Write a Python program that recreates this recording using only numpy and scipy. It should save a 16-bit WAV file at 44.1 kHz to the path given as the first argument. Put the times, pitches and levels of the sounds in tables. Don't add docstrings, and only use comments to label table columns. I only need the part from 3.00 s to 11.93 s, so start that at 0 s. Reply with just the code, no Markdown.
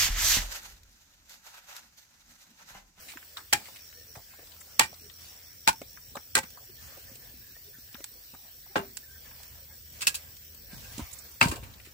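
import sys
import numpy as np
from scipy import signal
from scipy.fft import rfft, irfft, next_fast_len
from scipy.io import wavfile
from scipy.ndimage import uniform_filter1d

SR = 44100
rng = np.random.default_rng(int(sys.argv[2]) if len(sys.argv) > 2 else 0)


def wav_out(sig):
    wavfile.write(sys.argv[1], SR, np.round(np.clip(np.atleast_2d(sig).T, -1, 1) * 32767).astype(np.int16))


def to_linear_factor(level_db):
    exponent = np.asarray(level_db, float) / 20
    return 10 ** exponent


N = 393813

# pitch_hz, level_db_per_hz
FIELD_SPECTRUM = [(90, -5), (200, -6.5), (500, -7), (1000, -30.5), (1650, -5), (2300, -10.5), (4200, -3),
                  (6600, -5.5), (7900, -3), (9500, -8), (11500, -9.5), (13000, -32), (15700, 2),
                  (16300, -35.5)]
WIND_SPECTRUM = [(13, -32.5), (25, -20), (38, 0), (70, 10.5), (176, -16.5), (237, -5), (361, -44),
                 (500, -11), (650, -35), (1100, -120)]
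LITTER_SPECTRUM = [(150, -23), (250, -10), (439, -6), (535, 1.5), (1070, -2.5), (2330, -1), (3140, -1.5),
                   (7920, -2), (8740, -6.5), (13000, -6.5)]
CICADA_SPECTRUM = [(11500, -72), (12600, -6), (13800, 2.5), (14600, 8.5), (15500, 5.5), (15800, -44),
                   (16500, -72)]
FIELD_DB = -54.5
# time_s, level_db
WIND_LEVEL = [(.3, -69.5), (1.6, -63.5), (4.2, -56.5), (5.3, -66.5), (5.9, -59.5), (7.5, -58.5), (7.8, -48),
              (8.3, -61), (8.55, -44.5), (8.93, -59.5)]
CRICKET_LEVEL = [(.74, -66), (.8, -56), (1.15, -56.5), (1.24, -65), (1.66, -67), (1.74, -56.5),
                 (2.65, -56.5), (3.75, -61), (3.9, -63), (8.2, -61.5), (8.55, -70)]
CICADA_LEVEL = [(2.2, -55), (3.9, -52), (8.36, -51.5), (8.43, -50), (8.7, -57)]
# time_s, change_db
HUSH = [
    (8.4, -1),
    (8.5, -11),
    (8.93, -7),
]
# start_s, level_db, length_s
STIRS = [(0, -52.5, 0.067), (0.564, -55, 0.17), (1.426, -63, 0.52), (2.21, -52.5, 0.073),
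         (3.824, -52, 0.066), (3.954, -64.5, 0.28), (6.242, -57, 0.21), (6.951, -54.5, 0.22),
         (7.717, -51.5, 0.25), (7.947, -58.5, 0.39), (8.6, -63, 0.35)]
STIR_RISE_S, STIR_FALL_DB_PER_S, STILL_DB = 0.053, 87.5, -62.5
# pitch_hz, likeness_0_to_1 (below 0 counts as 0)
AIR_LIKENESS = [(60, 0.8), (180, 0.8), (550, 0.26), (1650, -0.34), (4970, 0.21), (15000, 0)]
HIT_LIKENESS = [(100, 0.97), (300, 0.92), (560, 0.84), (900, 0.45), (1600, 0.43), (3000, 0.15),
                (12000, 0.15)]

# time_s, firing_rate_hz, level_db
ENGINE = [
    (1.6, 81.1, -65.5),
    (2.0, 81.9, -61),
    (3.45, 82.2, -67.5),
    (3.749, 47.8, -72),
    (5.852, 50.1, -68),
    (6.15, 75.8, -59),
    (7.3, 79.7, -58),
    (8.299, 67.54, -60),
    (8.93, 70.3, -62),
]
# multiple_of_firing_rate, level_db
ENGINE_ORDERS = [(2 / 3, -8), (1, 0), (2, -13)]

# start_s, peak_db, pitch_hz, left_minus_right_db
TAPS = [(0.133, -41, 1205, -1), (0.17, -31.5, 1800, -4), (0.225, -39, 1920, -4), (0.37, -28, 3690, 6),
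        (.925, -40.5, 1820, 6), (1.333, -50, 910, 10), (1.469, -41, 4700, 3), (1.516, -39.5, 3980, 9),
        (1.61, -42, 1730, 8), (1.94, -38, 5070, 5), (4.941, -29.5, 3300, 3), (4.95, -38, 1480, 5),
        (8.736, -37.5, 4000, 1), (1.387, -43.5, 574, 3), (4.562, -48, 606, 6), (2.096, -43, 3400, 18),
        (2.971, -38, 1500, 6), (3.169, -28, 1450, 3), (8.797, -37, 2380, 3)]
TAP_CRACK_DB, TAP_T60_S = -23, 0.041
# start_s, peak_db, pitch_hz, t60_s
LANDINGS = [(0.083, -35, 2400, 0.15), (0.366, -33, 1410, 0.11), (0.652, -38.5, 2100, 0.11),
            (.68, -39.5, 910, .06), (1.424, -44.5, 616, 0.081), (5.003, -38.5, 517, 0.023),
            (6.31, -43, 1650, .04), (8.47, -29, 527, 0.11), (8.529, -35.5, 450, .1),
            (8.563, -38.5, 695, 0.11), (3.6, -53.5, 690, 0.15), (8.631, -39, 2400, 0.1),
            (8.846, -38, 2460, 0.12), (0.758, -37.5, 2590, 0.075), (1.152, -39, 1550, 0.065),
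            (1.153, -40.5, 790, 0.13), (1.928, -38.5, 800, 0.0095), (2.814, -31.5, 560, 0.035),
            (3.153, -28.5, 950, 0.026), (3.167, -27.5, 685, 0.019), (3.57, -40, 1100, 0.066),
            (3.971, -44, 660, 0.057), (5.336, -42.5, 211, 0.076), (7.99, -30.5, 256, 0.081),
            (5.347, -45, 1500, 0.035), (5.662, -51, 910, .05), (6.399, -47, 900, 0.028)]
LANDING_CRACK_DB, LANDING_PAN_DB = -1.5, 0
# start_s, crack_db, pitch_hz, left_minus_right_db
TWIGS = [(0.116, -38, 1900, -8), (3.502, -35, 1690, 1), (4.154, -33.5, 550, 2), (4.927, -37, 261, 1),
         (5.04, -20.5, 1490, -2.5), (5.969, -22, 1520, -7), (2.728, -31, 6500, -4), (6.43, -36, 1600, -11),
         (7.366, -37, 2000, 1), (7.545, -38, 268, 7), (7.979, -31, 226, -14)]
TWIG_TONE_DB, TWIG_T60_S = -17, 0.024
# start_s, level_db, pitch_hz, length_s
CLUCKS = [(0.154, -46, 298, 0.014), (2.013, -60.5, 421, 0.08), (3.684, -54.5, 367, 0.036),
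          (3.775, -57, 1760, 0.041), (4.065, -63, 1820, 0.039), (4.276, -62, 1705, 0.042),
          (3.883, -59, 552, 0.059), (4.062, -62, 532, 0.1), (4.542, -57.5, 1790, 0.038),
          (4.724, -60, 1740, 0.05), (4.724, -63, 1530, .055), (4.639, -62.5, 412, 0.083),
          (4.975, -57.5, 570, 0.032), (0.934, -65, 1796, 0.13), (.94, -61, 482, 0.1),
          (1.07, -64, 450, 0.064), (5.69, -65, 800, .06), (5.69, -61, 380, .045), (6.015, -62, 1770, .045),
          (6.015, -63, 1570, .23), (6.13, -60, 1800, 0.055), (6.239, -59.5, 1730, .05),
          (6.61, -65, 545, 0.047), (6.71, -65, 543, 0.027), (6.692, -65, 860, 0.032),
          (6.694, -61, 2150, .04), (6.695, -63.5, 1630, .075), (7.7, -55, 1600, 0.066),
          (7.79, -59, 1600, .17)]

# start_s, peak_db, crack_db, rise_s, t60_s
BLOWS = [
    [(.5272, -7, -9, 0.00057, 0.07), (.531, -11.5, -5.5, 0.0023, 0.03), (.539, -16, -31, 0.0014, 0.078),
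     (.556, -35, -26.5, .004, 0.22)],
    [(1.794, -5, -1.5, 0.00037, 0.025), (1.7985, -7, -12, 0.00086, 0.052),
     (1.807, -12.5, -15.5, 0.0017, 0.081), (1.829, -24, -22, 0.0031, 0.12)],
    [(2.6752, -3, -6.5, 0.00043, 0.018), (2.682, -9, -6, 0.0013, 0.034),
     (2.688, -11, -11.5, 0.00087, 0.055)],
    [(3.352, -10.5, -4, 0.0022, 0.047), (3.364, -13, -14, 0.0046, 0.044), (3.376, -21, -12.5, 0.005, 0.043),
     (3.386, -17, -14.5, 0.0036, 0.036), (3.430, -33.5, -35, 0.0023, 0.11)],
]
# start_s, peak_db, crack_db, t60_s
KNOCKS = [
    [(5.757, -12, -36, 0.067), (5.762, -15.5, -28, 0.093), (5.769, -20, -29, 0.19)],
    [(7.008, -30, -25, 0.079), (7.018, -20.5, -18, 0.12), (7.0695, -11, -4, 0.077),
     (7.075, -17, -10, 0.068), (7.143, -25, -20, 0.089), (7.149, -33, -14.5, 0.086)],
    [(8.407, -28, -18, 0.04), (8.412, -3, -12, 0.097), (8.424, -10, -13.5, 0.16), (8.482, -36, -21, 0.16),
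     (8.45, -37, -23, 0.22), (8.513, -24.5, -21.5, 0.17), (8.558, -34, -28, 0.095),
     (8.625, -39.5, -57, 0.68)],
]
KNOCK_RISE_S = 0.00056
SOFT_SHARE = 0.25
# pitch_hz, level_db_per_hz
POLE_WALLS = [
    [(250, -17), (572, -17.5), (833, 1.5), (1100, -19), (1810, -2.5), (5000, -15)],
    [(250, -24), (699, -9), (865, 2.5), (1260, -4), (2300, -2), (5000, -11)],
    [(250, -31.5), (720, -12.5), (900, 5.5), (1240, -10), (2390, -7.5), (5000, -13)],
    [(250, -8), (342, -39), (720, -9), (1230, -5), (1930, -5), (5000, -20.5)],
    [(250, -21), (408, -1), (565, -9), (772, 0), (1560, -6), (5000, -23.5)],
    [(250, -50), (632, -19), (1080, -5), (1340, -6.5), (2480, -1.5), (5000, -7.5)],
    [(250, -17), (413, -16), (1080, 3.5), (2000, -5), (2800, -2), (3300, -10.5), (4700, -8)],
]
# pitch_hz, level_db_per_hz
LOW_SKIRT = [(150, -33.5)]
HIGH_SKIRT = [(6500, -30.5), (11000, -120)]
# pitch_hz, height_db_per_hz, t60_s
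POLE_MODES = [
    [(837, -3, 0.086), (1640, -3, 0.067), (1820, 0, 0.058), (2350, 0, .04), (2708, -20, 0.067),
     (4100, -6, 0.064)],
    [(870, -4, 0.029), (1600, -1, 0.11), (1920, 6.5, 0.039), (2350, 6, 0.09), (3450, -9, .06),
     (4650, -7, 0.055)],
    [(920, -7, 0.03), (1514, -4.5, 0.049), (1810, -8.5, .06), (1900, -20, 0.051), (2420, -6, 0.05),
     (5050, -16.5, .06)],
    [(532, -2.5, 0.059), (823, -4, 0.04), (1560, 0.5, 0.061), (1940, 4, 0.042), (2290, -3, .07),
     (4460, -14, 0.038)],
    [(391.4, 4, 0.22), (748, -7, 0.26), (1308, -12, 0.18), (1550, -3.5, 0.072), (2315, -13, 0.08),
     (2783, -9, 0.067)],
    [(1642, 6, 0.093), (2616, 8, 0.029), (2920, 1, 0.046)],
    [(942, 8.5, 0.17), (1071, 7, 0.18), (1578, 8, 0.076), (2150, -10, 0.11), (2390, 2.5, 0.057),
     (2720, 2, 0.095), (4500, -6, 0.14)],
]
# left_lag_ms, left_minus_right_db, full_blow_thud_db
POLE_PLACES = [(-0.18, 0.5, -28), (-0.224, -1, -29.5), (0.37, -0.5, -22.5), (-0.19, 0.5, -28),
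               (-0.45, 1.5, -21.5), (0.31, 1.5, -33.5), (-0.45, 2, -19)]
# start_s,
# peak_db, pitch_hz, t60_s
PINGS = [
    [(.371, -23, 3750, .012), (.529, -16, 4100, 0.022), (.536, -21, 2300, 0.033)],
    [(1.7945, -9.5, 4500, 0.016), (1.807, -15, 870, 0.034), (1.840, -31, 1820, .06),
     (1.801, -19, 3450, 0.032), (1.832, -28, 2400, 0.042), (1.85, -38.5, 870, 0.051)],
    [(2.6755, -13.5, 2450, 0.027), (2.683, -14.5, 1600, 0.022), (2.689, -16, 1480, .03),
     (2.6815, -12.5, 870, 0.033), (2.687, -12.5, 880, 0.033)],
    [(3.355, -17.5, 4240, 0.019), (3.357, -14, 1560, 0.046), (3.364, -21, 1970, 0.027),
     (3.376, -24, 860, 0.038), (3.384, -21, 867, 0.038)],
    [(5.757, -27, 2315, 0.033), (5.758, -22, 1600, 0.046), (5.758, -25, 900, .03), (5.759, -31, 3050, .04),
     (5.778, -35, 2790, .07), (5.788, -30, 668, .08), (5.832, -39, 613, 0.052)],
    [(7.070, -19, 2890, 0.027)],
    [(8.4125, -5.5, 2667, 0.031), (8.413, -16, 2150, 0.04), (8.414, -18, 1220, 0.059),
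     (8.413, -18, 4760, .03), (8.424, -15, 2230, 0.036), (8.424, -22, 4640, 0.027), (8.424, -26, 1230, .05),
     (8.44, -21, 930, .05), (8.513, -31, 1066, .06)],
]
# pitch_hz, level_db_per_hz
FIBRE_SPECTRUM = [(1470, -44), (2500, -5.5), (3710, -4.5), (4520, -1.5), (5820, -5.5), (8040, 2),
                  (9050, -7.5), (9950, -5), (14500, -13), (16000, -9), (16500, -25)]
THUD_SHARE = 0.92
SHADE_DB = -2

# start_s, peak_db, pitch_hz
THUMPS = [(0.531, -33, 270), (2.679, -30, 196), (1.168, -40, 118), (2.815, -38.5, 261), (3.168, -38.5, 249),
          (4.116, -46.5, 218), (4.34, -48, 246), (4.785, -49, 250), (3.438, -40, 200), (4.946, -41, 235),
          (5.336, -44.5, 219), (5.766, -24, 300), (5.8, -32, 215), (7.732, -37.5, 200), (7.765, -44, 142.7),
          (7.98, -31.5, 238), (7.994, -27.5, 258), (8.016, -29, 65.4), (8.458, -16, 161),
          (8.491, -24.5, 77.5), (8.523, -27, 290), (8.628, -35.5, 117), (8.872, -46, 346)]
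THUMP_T60_S, THUMP_SWINGS = 0.015, 2.6
# start_s, peak_db, left_minus_right_db, length_s
BRUSHES = [(1.599, -38, 6.5, .03), (7.913, -37.5, -12, .04), (8.112, -36, -8, .008),
           (8.123, -31, -11, 0.032), (8.18, -36, -13, .03), (8.312, -43, -6, .02)]
# pitch_hz, level_db_per_hz
MATTING_SPECTRUM = [(2500, -32), (5500, -14), (7600, 1.5), (8800, -9), (10000, -3), (11500, -13),
                    (14000, -18), (15600, -36)]


def evened(x):
    return x / np.sqrt(np.mean(x ** 2) + 1e-20)


def peaked(x):
    return x / (abs(x).max() + 1e-12)


def read(points, hz):
    f, value = np.transpose(points)
    return np.interp(np.log(hz + 1), np.log(f + 1), value)


def over_time(points, t):
    return np.interp(t, *np.transpose(points))


def seconds(length):
    return np.arange(round(length * SR)) / SR


def add(mix, s, sound):
    part = mix[:, round(s * SR):][:, :sound.shape[1]]
    part += sound[:, :part.shape[1]]


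def causal(points):
    hz = abs(np.fft.fftfreq(4096, 1 / SR))
    log_gain = np.log(to_linear_factor(np.maximum(read(points, hz), -70)))
    return np.fft.ifft(np.exp(np.conj(signal.hilbert(log_gain)))).real[:1024]


def through(drive, response):
    return signal.fftconvolve(drive, response[None], axes=1)[:, :drive.shape[1]]


def ports(pair, likeness, lag_ms=0., pan_db=0.):
    size = next_fast_len(pair.shape[1])
    hz = np.fft.rfftfreq(size, 1 / SR)
    left, other = rfft(pair, size)
    share = np.clip(read(likeness, hz), 0, 1)
    lag_s = lag_ms / 1000 * hz ** 2 / (hz ** 2 + 450 ** 2)
    right = share * left * np.exp(2j * np.pi * hz * lag_s) + np.sqrt(1 - share ** 2) * other
    pan = to_linear_factor(np.array([[pan_db], [-pan_db]]) / 2)
    return irfft(np.array([left, right]), size)[:, :pair.shape[1]] * pan


def noise(spectrum, patchy_db):
    frames, hz = N // 256 + 5, np.fft.rfftfreq(1024, 1 / SR)
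    a, b, patches = rng.standard_normal((frames, 513, 5)).T[[[0, 1], [2, 3], [4, 4]]]
    patches = evened(uniform_filter1d(uniform_filter1d(patches[0], 12, 0), 12, 1))
    patches = patches / (1 + (hz[:, None] / 6000) ** 2)
    z = (a + 1j * b) * to_linear_factor(read(spectrum, hz)[:, None] + patchy_db * patches)
    return evened(signal.istft(z, nperseg=1024, noverlap=768)[1][:, :N])


def crickets(t, hz=5600, width=290):
    drift = evened(uniform_filter1d(rng.standard_normal(N), 9000))
    scrape_turns = np.cumsum(88 * (1 + .04 * drift)) / SR
    scrape = np.maximum(np.sin(2 * np.pi * scrape_turns), 0) ** 1.5 + .3
    phase = np.where(t < 1.4, 7.2 * (t - .79), 6.8 * (t - 2.125)) % 1
    chirp = .2 + np.clip(phase / .1, 0, 1) * np.clip((.84 - phase) / .1, 0, 1)
    wander = evened(uniform_filter1d(rng.standard_normal((2, N)), 200, axis=1))
    tone = np.sin(2 * np.pi * np.cumsum(hz + 110 * wander, axis=1) / SR)
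    wing = tone + 1.9 * rng.standard_normal((2, N))
    band = signal.butter(2, [hz - width, hz + width], "bandpass", fs=SR, output="sos")
    return evened(signal.sosfilt(band, wing * scrape * chirp))


def cicadas(t):
    throb = 1 + 0.18 * np.sin(2 * np.pi * 40.3 * t) + .1 * np.sin(2 * np.pi * 73.0 * t)
    return throb * noise(CICADA_SPECTRUM, patchy_db=1.5)


def litter():
    struck = rng.random((2, N)) < 900 / SR
    strength = to_linear_factor(6 * np.minimum(rng.exponential(1, (2, N)), 4))
    ticks = struck * strength * rng.choice([-1, 1], (2, N))
    ticks = signal.oaconvolve(ticks, causal(LITTER_SPECTRUM)[None], axes=1)[:, :N]
    return evened(noise(LITTER_SPECTRUM, patchy_db=3.5) + .5 * evened(ticks))


def stirring(t):
    level = to_linear_factor(STILL_DB)
    for s, db, length in STIRS:
        swell = np.clip((t - s) / STIR_RISE_S + 1, 0, 1) ** 2
        level = level + swell * to_linear_factor(db - STIR_FALL_DB_PER_S * np.maximum(t - s - length, 0))
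    return level


def air():
    t = np.arange(N) / SR
    insects = to_linear_factor(over_time(CRICKET_LEVEL, t)) * crickets(t) + to_linear_factor(over_time(CICADA_LEVEL, t)) * cicadas(t)
    wind = to_linear_factor(over_time(WIND_LEVEL, t)) * noise(WIND_SPECTRUM, patchy_db=2)
    field = to_linear_factor(FIELD_DB + over_time(HUSH, t)) * noise(FIELD_SPECTRUM, patchy_db=4.5)
    return ports(insects + wind + stirring(t) * litter() + field, AIR_LIKENESS)


def dropouts(x):
    hz, t, z = signal.stft(x, SR, nperseg=1024, noverlap=768)
    luck = rng.standard_normal((len(t) // 4 + 1, 205))
    luck = evened(uniform_filter1d(uniform_filter1d(luck, 2, 0), 2, 1))
    luck = luck.repeat(4, 0).repeat(3, 1)[:len(t), :len(hz)].T
    likely = np.interp(hz, [2300, 3300, 4100, 4700, 5700, 6400, 7700, 8800, 9800, 11500, 12800, 13500],
                       [-1, .4, .5, -.4, -1, .7, -.3, .5, 0, .8, .2, -2])
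    lost = (luck + likely[:, None] > 1.1) | (hz > 15650)[:, None]
    return signal.istft(z * to_linear_factor(-45 * lost), SR, nperseg=1024, noverlap=768)[1][:, :N]


def engine(t):
    s, hz, db = np.transpose(ENGINE)
    turns = np.cumsum(np.interp(t, s, hz)) / SR
    waver = rng.standard_normal((len(ENGINE_ORDERS), N // 64 + 1))
    waver = evened(uniform_filter1d(waver, 90, axis=1)).repeat(64, axis=1)[:, :N]
    hum = np.zeros(N)
    for (multiple, order_db), w in zip(ENGINE_ORDERS, waver):
        hum += to_linear_factor(order_db + 2.0 * w) * np.sin(2 * np.pi * multiple * turns)
    return to_linear_factor(np.interp(t, s, db)) * hum


def cracks(t, rise, t60, snap=5, lumps_db=3.5, per_s=5000):
    shape = (2, len(t))
    u, e, g = rng.random(shape), rng.exponential(1, shape), rng.standard_normal(shape)
    clicks = (u < per_s / SR) * to_linear_factor(lumps_db * np.minimum(e, 4)) * np.sign(g)
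    clicks = evened(clicks + 0.25 * g)
    since = t - .004
    swell = np.where(since < 0, 0, 1 - np.exp(-abs(since) / max(rise, 1e-4)))
    swell = swell + 0.1 * np.exp(np.minimum(since, 0) / 0.002)
    impact = 1 + 0.72 * np.exp(-abs(since) / 0.006)
    clumps = to_linear_factor(2.0 * evened(uniform_filter1d(rng.standard_normal(len(t)), 90)))
    tearing = clicks * swell * impact * clumps
    tearing[:, round((.004 + .5 * max(rise, 0)) * SR)] = -snap * np.exp(-max(rise, 0) / 0.00055)
    return tearing * to_linear_factor(-60 * np.maximum(since, 0) / max(t60, .005))


def rings(modes, t):
    return sum((-1) ** k * to_linear_factor(db - 60 * t / t60) * np.sin(2 * np.pi * hz * t)
               for k, (hz, db, t60) in enumerate(modes))


def debris():
    taps = [(s, db, hz, db + TAP_CRACK_DB, TAP_T60_S, pan_db) for s, db, hz, pan_db in TAPS]
    landings = [(s, db, hz, db + LANDING_CRACK_DB, t60, LANDING_PAN_DB) for s, db, hz, t60 in LANDINGS]
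    twigs = [(s, db + TWIG_TONE_DB, hz, db, TWIG_T60_S, pan_db) for s, db, hz, pan_db in TWIGS]
    return taps + landings + twigs


def chip(s, db, hz, crack_db, t60, pan_db, fibre):
    t = seconds(.15)
    drive = cracks(t, .0018 + .25 * max(t60 - .065, 0), t60)
    wood = rings([(hz, 0, .006), (0.74 * hz, -3, .006), (1.12 * hz, -2, .005), (1.64 * hz, -4, .005),
                  (4.0 * hz, -8, .008), (0.56 * hz, -10, .012), (1250, -6, .004)], t[:1500])
    tap = to_linear_factor(db) * peaked(through(drive, wood))
    crackle = to_linear_factor(crack_db) * peaked(through(drive, fibre))
    return s - .003, ports(tap + crackle, HIT_LIKENESS, 0, pan_db)


def cluck(s, db, hz, length):
    t = seconds(length)
    waver = evened(uniform_filter1d(rng.standard_normal((2, 14000)), 200, axis=1))[:, :len(t)]
    tone = np.sin(2 * np.pi * np.cumsum(hz * (1 + 0.02 * waver[0])) / SR) * to_linear_factor(4.2 * waver[1])
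    return s, to_linear_factor(db) * np.tile(tone * signal.windows.tukey(len(t), .8), (2, 1))


def ping(s, db, hz, t60, place):
    lag_ms, pan_db, _ = place
    delay = np.array([[max(lag_ms, 0)], [max(-lag_ms, 0)]]) / 1000
    t = np.maximum(seconds(.1) - delay, 0)
    level = to_linear_factor(db - 60 * t / max(t60, .005) + np.array([[pan_db], [-pan_db]]) / 2)
    return s, level * np.sin(2 * np.pi * hz * t) * (1 - np.exp(-t / 0.00038))


def hollow(wall, modes):
    t = seconds(.2)
    ring = sum(rings([mode], t) * 6 * np.log(10) / (SR * mode[2]) for mode in modes)
    return ring + np.pad(causal(LOW_SKIRT + wall + HIGH_SKIRT), (0, len(t) - 1024))


def blow(s, db, crack_db, rise, t60, place, pole, fibre):
    lag_ms, pan_db, thud_db = place
    t = seconds(.3)
    drive = cracks(t, rise, t60)
    body = to_linear_factor(db) * peaked(through(drive, pole))
    shade = np.array([[SHADE_DB], [-SHADE_DB]])
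    sharp = to_linear_factor(crack_db + shade) * peaked(through(drive * to_linear_factor(-60 * t), fibre))
    low_band = signal.butter(2, [70, 330], "bandpass", fs=SR, output="sos")
    thud = signal.sosfilt(low_band, cracks(t, 0.0013, 3.1 * t60))
    thud = to_linear_factor(thud_db + THUD_SHARE * db) * peaked(thud)
    return s - .004, ports(body + sharp + thud, HIT_LIKENESS, lag_ms, pan_db)


def thump(s, db, hz):
    t = seconds(.3)
    t60 = THUMP_T60_S + THUMP_SWINGS / hz
    swing = -np.sin(2 * np.pi * hz * t * (1 - 0.41 * t)) * to_linear_factor(-60 * t / max(t60, .01))
    swing = swing * (1 - np.exp(-t * hz * 6))
    return s, to_linear_factor(db) * np.tile(peaked(swing), (2, 1))


def yard(x):
    t = seconds(.5)
    taps = (rng.random((2, len(t))) < 2000 / SR) * rng.choice([-1., 1.], (2, len(t))) * (t > .006)
    low = signal.sosfilt(signal.butter(2, 1500, fs=SR, output="sos"), taps)
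    tail = low * to_linear_factor(-60 * t / 0.13) + 0.64 * (taps - low) * to_linear_factor(-60 * t / 0.14)
    return signal.oaconvolve(x, tail / np.linalg.norm(tail[0]), axes=1)[:, :N]


def brush(s, db, pan_db, length, matting):
    t = seconds(.1)
    swell = np.sin(np.pi * np.clip(t / max(length, .004), 0, 1) ** .7) ** 2
    stroke = cracks(t, .004, 1) * swell
    rustle = signal.fftconvolve(stroke, matting[None], axes=1)
    return s, ports(to_linear_factor(db) * peaked(rustle), HIT_LIKENESS, 0, pan_db)


def scene():
    background = dropouts(air())
    hum = engine(np.arange(N) / SR)
    hits = np.zeros((2, N))
    fibre, matting = causal(FIBRE_SPECTRUM), causal(MATTING_SPECTRUM)
    for row in debris():
        add(hits, *chip(*row, fibre))
    for row in CLUCKS:
        add(hits, *cluck(*row))
    knocks = [[(s, db, crack_db, KNOCK_RISE_S * to_linear_factor(-SOFT_SHARE * db), t60) for s, db, crack_db, t60 in rows]
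              for rows in KNOCKS]
    for blows, wall, modes, place, pings in zip(BLOWS + knocks, POLE_WALLS, POLE_MODES, POLE_PLACES, PINGS):
        pole = hollow(wall, modes)
        for row in pings:
            add(hits, *ping(*row, place))
        for row in blows:
            add(hits, *blow(*row, place, pole, fibre))
    for row in THUMPS:
        add(hits, *thump(*row))
    for row in BRUSHES:
        add(hits, *brush(*row, matting))
    return hits + to_linear_factor(-16.0) * yard(hits) + background + hum


def low_pass(x):
    return signal.sosfilt(signal.butter(12, 16700, fs=SR, output="sos"), x)


def record(dry):
    cut = signal.sosfilt(signal.butter(4, 42, "highpass", fs=SR, output="sos"), dry)
    held = np.tanh(cut / 1.3) * 1.3
    top_cut = signal.firwin(255, 16200, window=("kaiser", 9), fs=SR)
    finished = signal.oaconvolve(held, top_cut[None], "same")
    return low_pass(finished)


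dry = scene()
out = record(dry)
wav_out(out)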